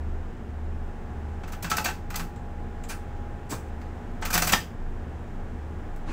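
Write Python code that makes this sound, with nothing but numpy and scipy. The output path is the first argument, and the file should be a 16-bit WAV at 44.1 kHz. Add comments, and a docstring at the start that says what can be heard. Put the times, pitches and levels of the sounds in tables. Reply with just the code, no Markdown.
"""A deep throb through the floor, a beating hum, a drive's whine and rushing air fill a container crane's cab.
Wavering sine tones make the machinery; coloured noise makes the air and the rumble.
Then the hoisting gear clacks in bursts: mostly a bright metal snap and then a duller knock of the housing,
with a few light pings and soft thumps between, and a catch that slams home. Each blow is a short chatter
of noise, shaped by the part that is struck; the small hard cab rings briefly after it."""
import sys
import numpy as np
from scipy import signal
from scipy.fft import rfft, irfft
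from scipy.io import wavfile
from scipy.ndimage import uniform_filter1d

SR = 44100
rng = np.random.default_rng(int(sys.argv[2]) if len(sys.argv) > 2 else 0)


def generate_wav(sig):
    """Save sig (samples, or channels by samples) to the path in sys.argv[1] as 16-bit PCM at SR."""
    pcm = np.round(np.clip(np.atleast_2d(sig).T, -1, 1) * 32767).astype(np.int16)
    wavfile.write(sys.argv[1], SR, pcm)


N = 269892  # length of the scene in samples


def undb(db):
    """Turn decibels into a gain."""
    return 10 ** (np.asarray(db) / 20)


def unit(x):
    """Scale to rms 1."""
    return x / np.sqrt(np.mean(x ** 2))


def level_curve(rows):
    """Read a table of [t/s, level/dB] at every sample, with straight lines between the rows."""
    t, level_db = np.transpose(rows)
    return np.interp(np.arange(N) / SR, t, level_db)


def colour_db(points, hz):
    """Read a table of [f/Hz, level/dB] on a log-frequency axis."""
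    f, db = np.transpose(points)
    return np.interp(np.log(hz + 1), np.log(f), db)


def walk(rate):
    """Drift at random: draw 'rate' levels a second, smooth the steps twice and scale to rms 1."""
    hold = int(SR / rate)
    steps = np.repeat(rng.standard_normal(N // hold + 1), hold)
    smooth = uniform_filter1d(uniform_filter1d(steps, hold), hold)
    return unit(smooth[:N])


def wavering_phase(hz, wander_hz):
    """Add up a speed that drifts around hz, from a random starting angle in radians."""
    turns = np.cumsum(hz + wander_hz * walk(9)) / SR
    return 2 * np.pi * (turns + rng.random())


def tone(hz, wander_hz, flutter_db):
    """A machine tone is a sine whose speed and strength waver; rms 1."""
    wave = np.sin(wavering_phase(hz, wander_hz))
    return unit(wave * undb(flutter_db * walk(12)))


def noise(points):
    """Noise takes its colour from a table that weights its spectrum; rms 1."""
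    hz = np.fft.rfftfreq(N, 1 / SR)
    white = rfft(rng.standard_normal(N))
    return unit(irfft(white * undb(colour_db(points, hz)), N))


# Rush of air, relative colour: [f/Hz, level/dB per Hz]
AIR_COLOUR = [(150, -7), (330, 1), (600, -5.5), (850, -5), (1150, -10.5), (1450, -11), (1720, -11.5),
              (2050, -17.5), (3200, -25.5), (4500, -33.5), (7500, -33.5), (9300, -40), (11500, -45),
              (16000, -43)]
# Rumble of the steel structure, relative colour: [f/Hz, level/dB per Hz]
RUMBLE_COLOUR = [(10, -12), (32, -25), (55, 8), (76, -0.5), (115, 5.5), (140, -3), (240, -3.5), (300, -13),
                 (450, -22), (2000, -68)]


def ventilation():
    """Turbulent air is noise that wavers a little, over the low rumble of the steel structure."""
    rush = noise(AIR_COLOUR) * undb(-45.8 + 0.6 * walk(2.46) + 0.051 * walk(44))
    rumble = noise(RUMBLE_COLOUR) * undb(-45.0 + 0.17 * walk(3.75))
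    return rush + rumble


# Weaker tones of motors and fans: [f/Hz, level/dB]
SMALL_TONES = [(22.4, -41.5), (29.6, -47.5), (45, -49.5), (90.2, -50), (102.5, -57.5), (119.5, -54),
               (164.5, -55.5), (179.3, -54), (200, -59), (224, -56), (239, -51), (308, -61.5), (358, -59.5),
               (402, -62.5), (454, -58), (726, -59.5), (5109, -86.5)]


def small_machines():
    """Each smaller motor or fan adds one wavering tone; higher tones wander by more Hz."""
    return sum(undb(db) * tone(hz, wander_hz=0.00307 * hz, flutter_db=1.66) for hz, db in SMALL_TONES)


SHUDDER_HZ = 24.2
# Throb of the floor, before a small trim: [t/s, level/dB]
SHUDDER_LEVEL = [(0.08, -35), (0.44, -43), (0.96, -32.5), (1.52, -43.5), (1.72, -38), (1.88, -47.5),
                 (2.16, -35.0), (2.68, -41.5), (2.88, -32.5), (3.72, -51), (4.12, -31.5), (4.68, -43),
                 (4.88, -31), (5.12, -43.5), (5.4, -35), (5.64, -50), (5.76, -42), (6.0, -35)]


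def floor_shudder():
    """The floor shakes as a very low tone that swells and sinks."""
    level = undb(level_curve(SHUDDER_LEVEL) - 0.5)
    return level * tone(SHUDDER_HZ, wander_hz=0.52, flutter_db=-0.5)


# At LULL_S the two motors pull exactly against each other
HUM_HZ, HUM_DB, BEAT_HZ, LULL_S = 75.8, -40.5, 1.6, 0.36
# Second motor, which eases off and slowly comes back: [t/s, level/dB]
TWIN_LEVEL = [(0, -36.5), (.6, -37.5), (1.3, -38), (1.6, -61), (2.9, -52), (3.5, -49.5), (6.1, -42.5)]


def motor_hum():
    """Two motors hum, and the slightly slower twin beats against the first."""
    phase = wavering_phase(HUM_HZ, wander_hz=0.17)
    slip = 2 * np.pi * BEAT_HZ * (np.arange(N) / SR - LULL_S)
    first = undb(HUM_DB) * np.sin(phase)
    twin = undb(level_curve(TWIN_LEVEL)) * np.sin(phase - slip)
    return np.sqrt(2) * (first - twin)  # the root turns rms levels into peak levels


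WHINE_HZ = 822.4
# Whine of the drive, before a trim: [t/s, level/dB]
WHINE_LEVEL = [(0, -74), (.95, -50.5), (2.3, -50.5), (3, -48.5), (4.9, -59.5), (6.1, -54)]


def drive_whine():
    """The drive sings one wavering tone that grows and fades."""
    level = undb(level_curve(WHINE_LEVEL) - 2.5)
    return level * tone(WHINE_HZ, wander_hz=1.6, flutter_db=1.0)


# Time for 60 dB of decay: bass and treble of the tail, and first reflections
LOW_T60_S, HIGH_T60_S, EARLY_T60_S = 0.23, 0.27, 0.11
# Pace at which the tail builds up, and level of the first reflections against the tail
BUILD_S, EARLY_DB = 0.006, 1


def cab(x, wet_db):
    """Close glass and steel walls give first reflections and a short dense tail, drawn anew for each blow."""
    t = np.arange(SR // 4) / SR

    def decay(t60):
        return np.exp(-np.log(1000) * t / t60)

    echoes = rng.standard_normal(len(t)) * np.clip(t / BUILD_S - .3, 0, 1)
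    low = signal.lfilter(*signal.butter(1, 4000, fs=SR), echoes)
    tail = low * decay(LOW_T60_S) + (echoes - low) * decay(HIGH_T60_S)
    early = rng.standard_normal(len(t)) * decay(EARLY_T60_S)
    walls = undb(wet_db) * (unit(tail) + undb(EARLY_DB) * unit(early)) / np.sqrt(len(t))
    return signal.fftconvolve(x, signal.unit_impulse(len(t)) + walls)


def response(points, tilt_db, focus_hz, focus_db, size=2048):
    """A struck part colours the blow without delay; the spot that is hit favours one broad resonance."""
    hz = np.fft.rfftfreq(size, 1 / SR)
    resonance = focus_db * np.exp(-(np.log2((hz + 1) / focus_hz) / 0.2) ** 2)
    tilt = tilt_db * np.log2(np.maximum(hz, 1000) / SR)  # flat below 1 kHz
    # folding the cepstrum makes the response start at once (minimum phase)
    cepstrum = irfft(np.log(undb(colour_db(points, hz) + tilt + resonance)))
    cepstrum[1:size // 2] *= 2
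    cepstrum[size // 2 + 1:] = 0
    return irfft(np.exp(rfft(cepstrum)))


def blows(table, colour, grit, focus_db, wet_db):
    """Each blow is a chatter of tiny contacts that swells and dies; grit makes the contacts more uneven."""
    out, t = np.zeros(N + SR), np.arange(SR // 5) / SR
    for s, db, rise_ms, tilt_db, focus_hz in table:
        age = t / (max(rise_ms, .2) / 1000)
        swell = age * np.exp(-age)
        strengths = np.exp(grit * rng.standard_normal(len(t)))
        contacts = rfft(rng.standard_normal(len(t)) * strengths * swell ** 2)
        # hard contacts push all frequencies nearly alike; most colour comes from the struck part
        evened = irfft(contacts / np.sqrt(np.abs(contacts) + 1e-12))
        force = evened * swell ** .25
        blow = signal.fftconvolve(force, response(colour, tilt_db, focus_hz, focus_db))
        # here db is the energy spread over a hundredth of a second, before the cab adds to it
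        blow = undb(db) * blow * np.sqrt(SR / 100 / np.sum(blow ** 2))
        heard, start = cab(blow, wet_db), int(s * SR)
        out[start:start + len(heard)] += heard
    return out[:N]


def ringing(x, modes):
    """A struck part rings on at its own frequencies: a longer ring is a narrower resonance."""
    ring = 0
    for hz, t60, db in modes:
        width = np.log(1000) / (np.pi * t60)  # Hz
        ring = ring + undb(db) * signal.lfilter(*signal.iirpeak(hz, hz / width, fs=SR), x)
    return x + ring


# Colour of a small steel part: [f/Hz, level/dB per Hz]
PING_COLOUR = [(500, -4), (2500, -5), (5500, -13), (7200, -7), (7900, -8), (8500, -13), (9300, -21),
               (16000, -20)]
# Light pings: [t/s, level/dB, rise time/ms, tilt/dB per octave, favoured f/Hz]
PING_TIMES = [(2.359, -57.5, 3.4, 0, 7800), (2.835, -47.5, 4.1, -0.5, 7200)]


def pings():
    """A small steel part is struck lightly and answers high."""
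    return blows(PING_TIMES, PING_COLOUR, grit=0.17, focus_db=6, wet_db=-3.0)


# Colour of the frame: [f/Hz, level/dB per Hz]
THUMP_COLOUR = [(40, 6), (100, 5), (160, -6), (300, 4.5), (550, -8), (1100, -5.5), (2200, -17.5),
                (3000, -21.5), (8000, -31), (16000, -61)]
# Soft thumps, before a trim: [t/s, level/dB, rise time/ms, tilt/dB per octave, favoured f/Hz]
THUMP_TIMES = [(3.505, -25.5, 17.7, -2, 153), (6.055, -29, 46, 1, 2480)]


def thumps(shakes):
    """The frame thumps softly by itself and also shakes with every clack."""
    rows = list(THUMP_TIMES) + shakes
    return undb(-3.0) * blows(rows, THUMP_COLOUR, grit=.1, focus_db=8.5, wet_db=-2.0)


# Colour of a knock, for the catch and the housing: [f/Hz, level/dB per Hz]
KNOCK_COLOUR = [(90, -19), (165, 9.5), (230, 1.5), (450, -7.5), (620, -3), (850, 4), (1000, 1.5), (1400, 5),
                (2600, -3), (4000, -7.5), (7800, -10), (9500, -23.5), (16000, -45)]
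# The slam that ends the last rattle, before a trim and the ring:
# [t/s, level/dB, rise time/ms, tilt/dB per octave, favoured f/Hz]
SLAM_TIMES = [(4.530, -13.5, 4.9, 1.05, 3140)]
# Ring of the steel catch: [f/Hz, time for 60 dB of decay/s, level over the plain blow/dB]
CATCH_RING = [(1153, .18, 3), (1310, 0.15, 7), (1500, 0.1, -7), (1810, 0.081, 10), (1944, 0.093, -4),
              (2400, 0.066, 2), (3065, 0.11, -3), (3340, 0.14, -1), (4860, 0.018, 8)]


def catch_slam():
    """A steel catch slams home and rings."""
    plain = blows(SLAM_TIMES, KNOCK_COLOUR, grit=0.45, focus_db=10.5, wet_db=-5.5)
    return undb(-4) * ringing(plain, CATCH_RING)


# Ring of the housing: [f/Hz, time for 60 dB of decay/s, level over the plain blow/dB]
HOUSING_RING = [(169, 0.67, 14), (341, 0.34, 1), (726, .12, 9), (853, 0.26, 8.5), (1140, 0.2, -2),
                (1315, 0.19, 3), (1530, 0.066, 0.5), (1700, 0.15, -16), (1990, 0.14, -15), (2630, 0.033, 5)]


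def housing_knocks(rows):
    """The housing knocks dully and rings on."""
    plain = blows(rows, KNOCK_COLOUR, grit=0.64, focus_db=4.0, wet_db=-3.5)
    return undb(-6.0) * ringing(plain, HOUSING_RING)


# Colour of a snap: [f/Hz, level/dB per Hz]
SNAP_COLOUR = [(100, -27), (600, 5), (1500, 3.5), (3500, 1), (6000, 6), (8000, 5), (11000, 0.5),
               (14000, -0.5), (16000, 7.5)]
# Ring of small steel parts: [f/Hz, time for 60 dB of decay/s, level over the plain blow/dB]
STEEL_RING = [(2410, 0.045, 11), (4650, 0.032, 3), (5160, 0.036, 0), (6150, 0.035, 3), (7800, 0.025, 0),
              (10800, 0.018, -2), (13800, .012, 4), (15800, .015, -18)]


def metal_snaps(rows):
    """Metal snaps brightly and the small steel parts ring."""
    plain = blows(rows, SNAP_COLOUR, grit=0.39, focus_db=5.5, wet_db=-3)
    return undb(-4.5) * ringing(plain, STEEL_RING)


# A crisp snap favours the top; a longer chatter is a softer contact and sounds lower
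SNAP_TILT_DB, SNAP_HZ, CRISP_MS, SOFTENING = -1.5, 13600, 5.9, 0.39
# Knocks above the middling level are brighter, softer ones duller (dB per octave for each dB)
KNOCK_TILT_DB, MIDDLING_DB, BRIGHTENING = 0.53, -23, 0.13
# Every knock rebounds once, softer than itself, and every clack shakes the frame
REBOUND_S, REBOUND_DB = 0.022, -14
SHAKE_DB, SHAKE_RISE_MS, SHAKE_TILT_DB, SHAKE_HZ = -12.5, 24, 0, 165
# Clacks of the gear, levels before trims and rings: [t/s, snap level/dB, knock level/dB,
# delay of the knock/ms, rise time/ms, f that the knock favours/Hz]
CLACK_TIMES = [(1.433, -64.5, -38, -1, 5.8, 2120), (1.473, -48, -41, 1.5, 6.5, 6950),
               (1.518, -40.5, -35.5, 9.5, 6, 1490), (1.623, -31, -26, 18.5, 5.9, 1400),
               (1.697, -26.5, -19, 14, 6.2, 1400), (1.767, -24.5, -21.5, 13.5, 3.3, 1330),
               (1.841, -24, -20.5, 12, 6.4, 1640), (1.880, -52, -27, 2, 5.3, 790),
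               (2.101, -40, -34, 1.5, 4, 1310), (2.139, -46, -30.5, 2, 3.7, 1310),
               (2.155, -26.5, -37, 3.5, 4.6, 2620), (2.190, -37.5, -30, 1, 8.7, 1280),
               (2.883, -32, -31, 8, 16.3, 1570), (3.490, -30, -42.5, 24, 23, 1000),
               (3.811, -62, -45, 3.5, 2.1, 4500), (4.210, -48, -26.5, 9.5, 7, 1200),
               (4.249, -29.5, -27.5, 2.5, 5.9, 1270), (4.301, -29, -29, 0, 6, 1500),
               (4.325, -21.5, -27, 9, 8, 2000), (4.336, -17.5, -18.5, 14, 6.3, 1070),
               (4.375, -19.5, -23.5, 0, 4.7, 1900), (4.419, -19.5, -21.5, 2.5, 3.9, 1200),
               (4.437, -29.5, -34, -1, 8.6, 1500), (4.469, -21, -26.5, 3, 6, 1400),
               (4.488, -25.5, -23.5, -0.5, 7.5, 2420), (4.519, -18.5, -21, 3, 5.6, 2000),
               (5.961, -54.5, -66, -3.5, 1.4, 6980)]


def clacks():
    """One clack of the gear is a snap, a knock close to it, a rebound and a shake of the frame."""
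    snaps, knocks, shakes = [], [], []
    for s, snap_db, knock_db, lag_ms, rise_ms, knock_hz in CLACK_TIMES:
        snap_hz = SNAP_HZ * min(CRISP_MS / rise_ms, 1) ** SOFTENING
        snaps.append((s, snap_db, rise_ms, SNAP_TILT_DB, snap_hz))
        knock_s = s + lag_ms / 1000
        tilt_db = KNOCK_TILT_DB + BRIGHTENING * (knock_db - MIDDLING_DB)
        knocks.append((knock_s, knock_db, rise_ms, tilt_db, knock_hz))
        knocks.append((knock_s + REBOUND_S, knock_db + REBOUND_DB, rise_ms, tilt_db, knock_hz))
        shakes.append((s, knock_db + SHAKE_DB, SHAKE_RISE_MS, SHAKE_TILT_DB, SHAKE_HZ))
    return snaps, knocks, shakes


def scene():
    """The gear clacks in the cab over the machinery and the air."""
    background = ventilation() + small_machines() + floor_shudder() + motor_hum() + drive_whine()
    snap_rows, knock_rows, shake_rows = clacks()
    details = pings() + thumps(shake_rows) + catch_slam()
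    gear = housing_knocks(knock_rows) + metal_snaps(snap_rows)
    return (background + details + gear)[None]


def record(dry):
    """A steep low-pass filter cuts the treble above 15.6 kHz."""
    return signal.sosfilt(signal.ellip(10, .2, 80, 15600, fs=SR, output="sos"), dry)


dry = scene()
out = record(dry)
generate_wav(out)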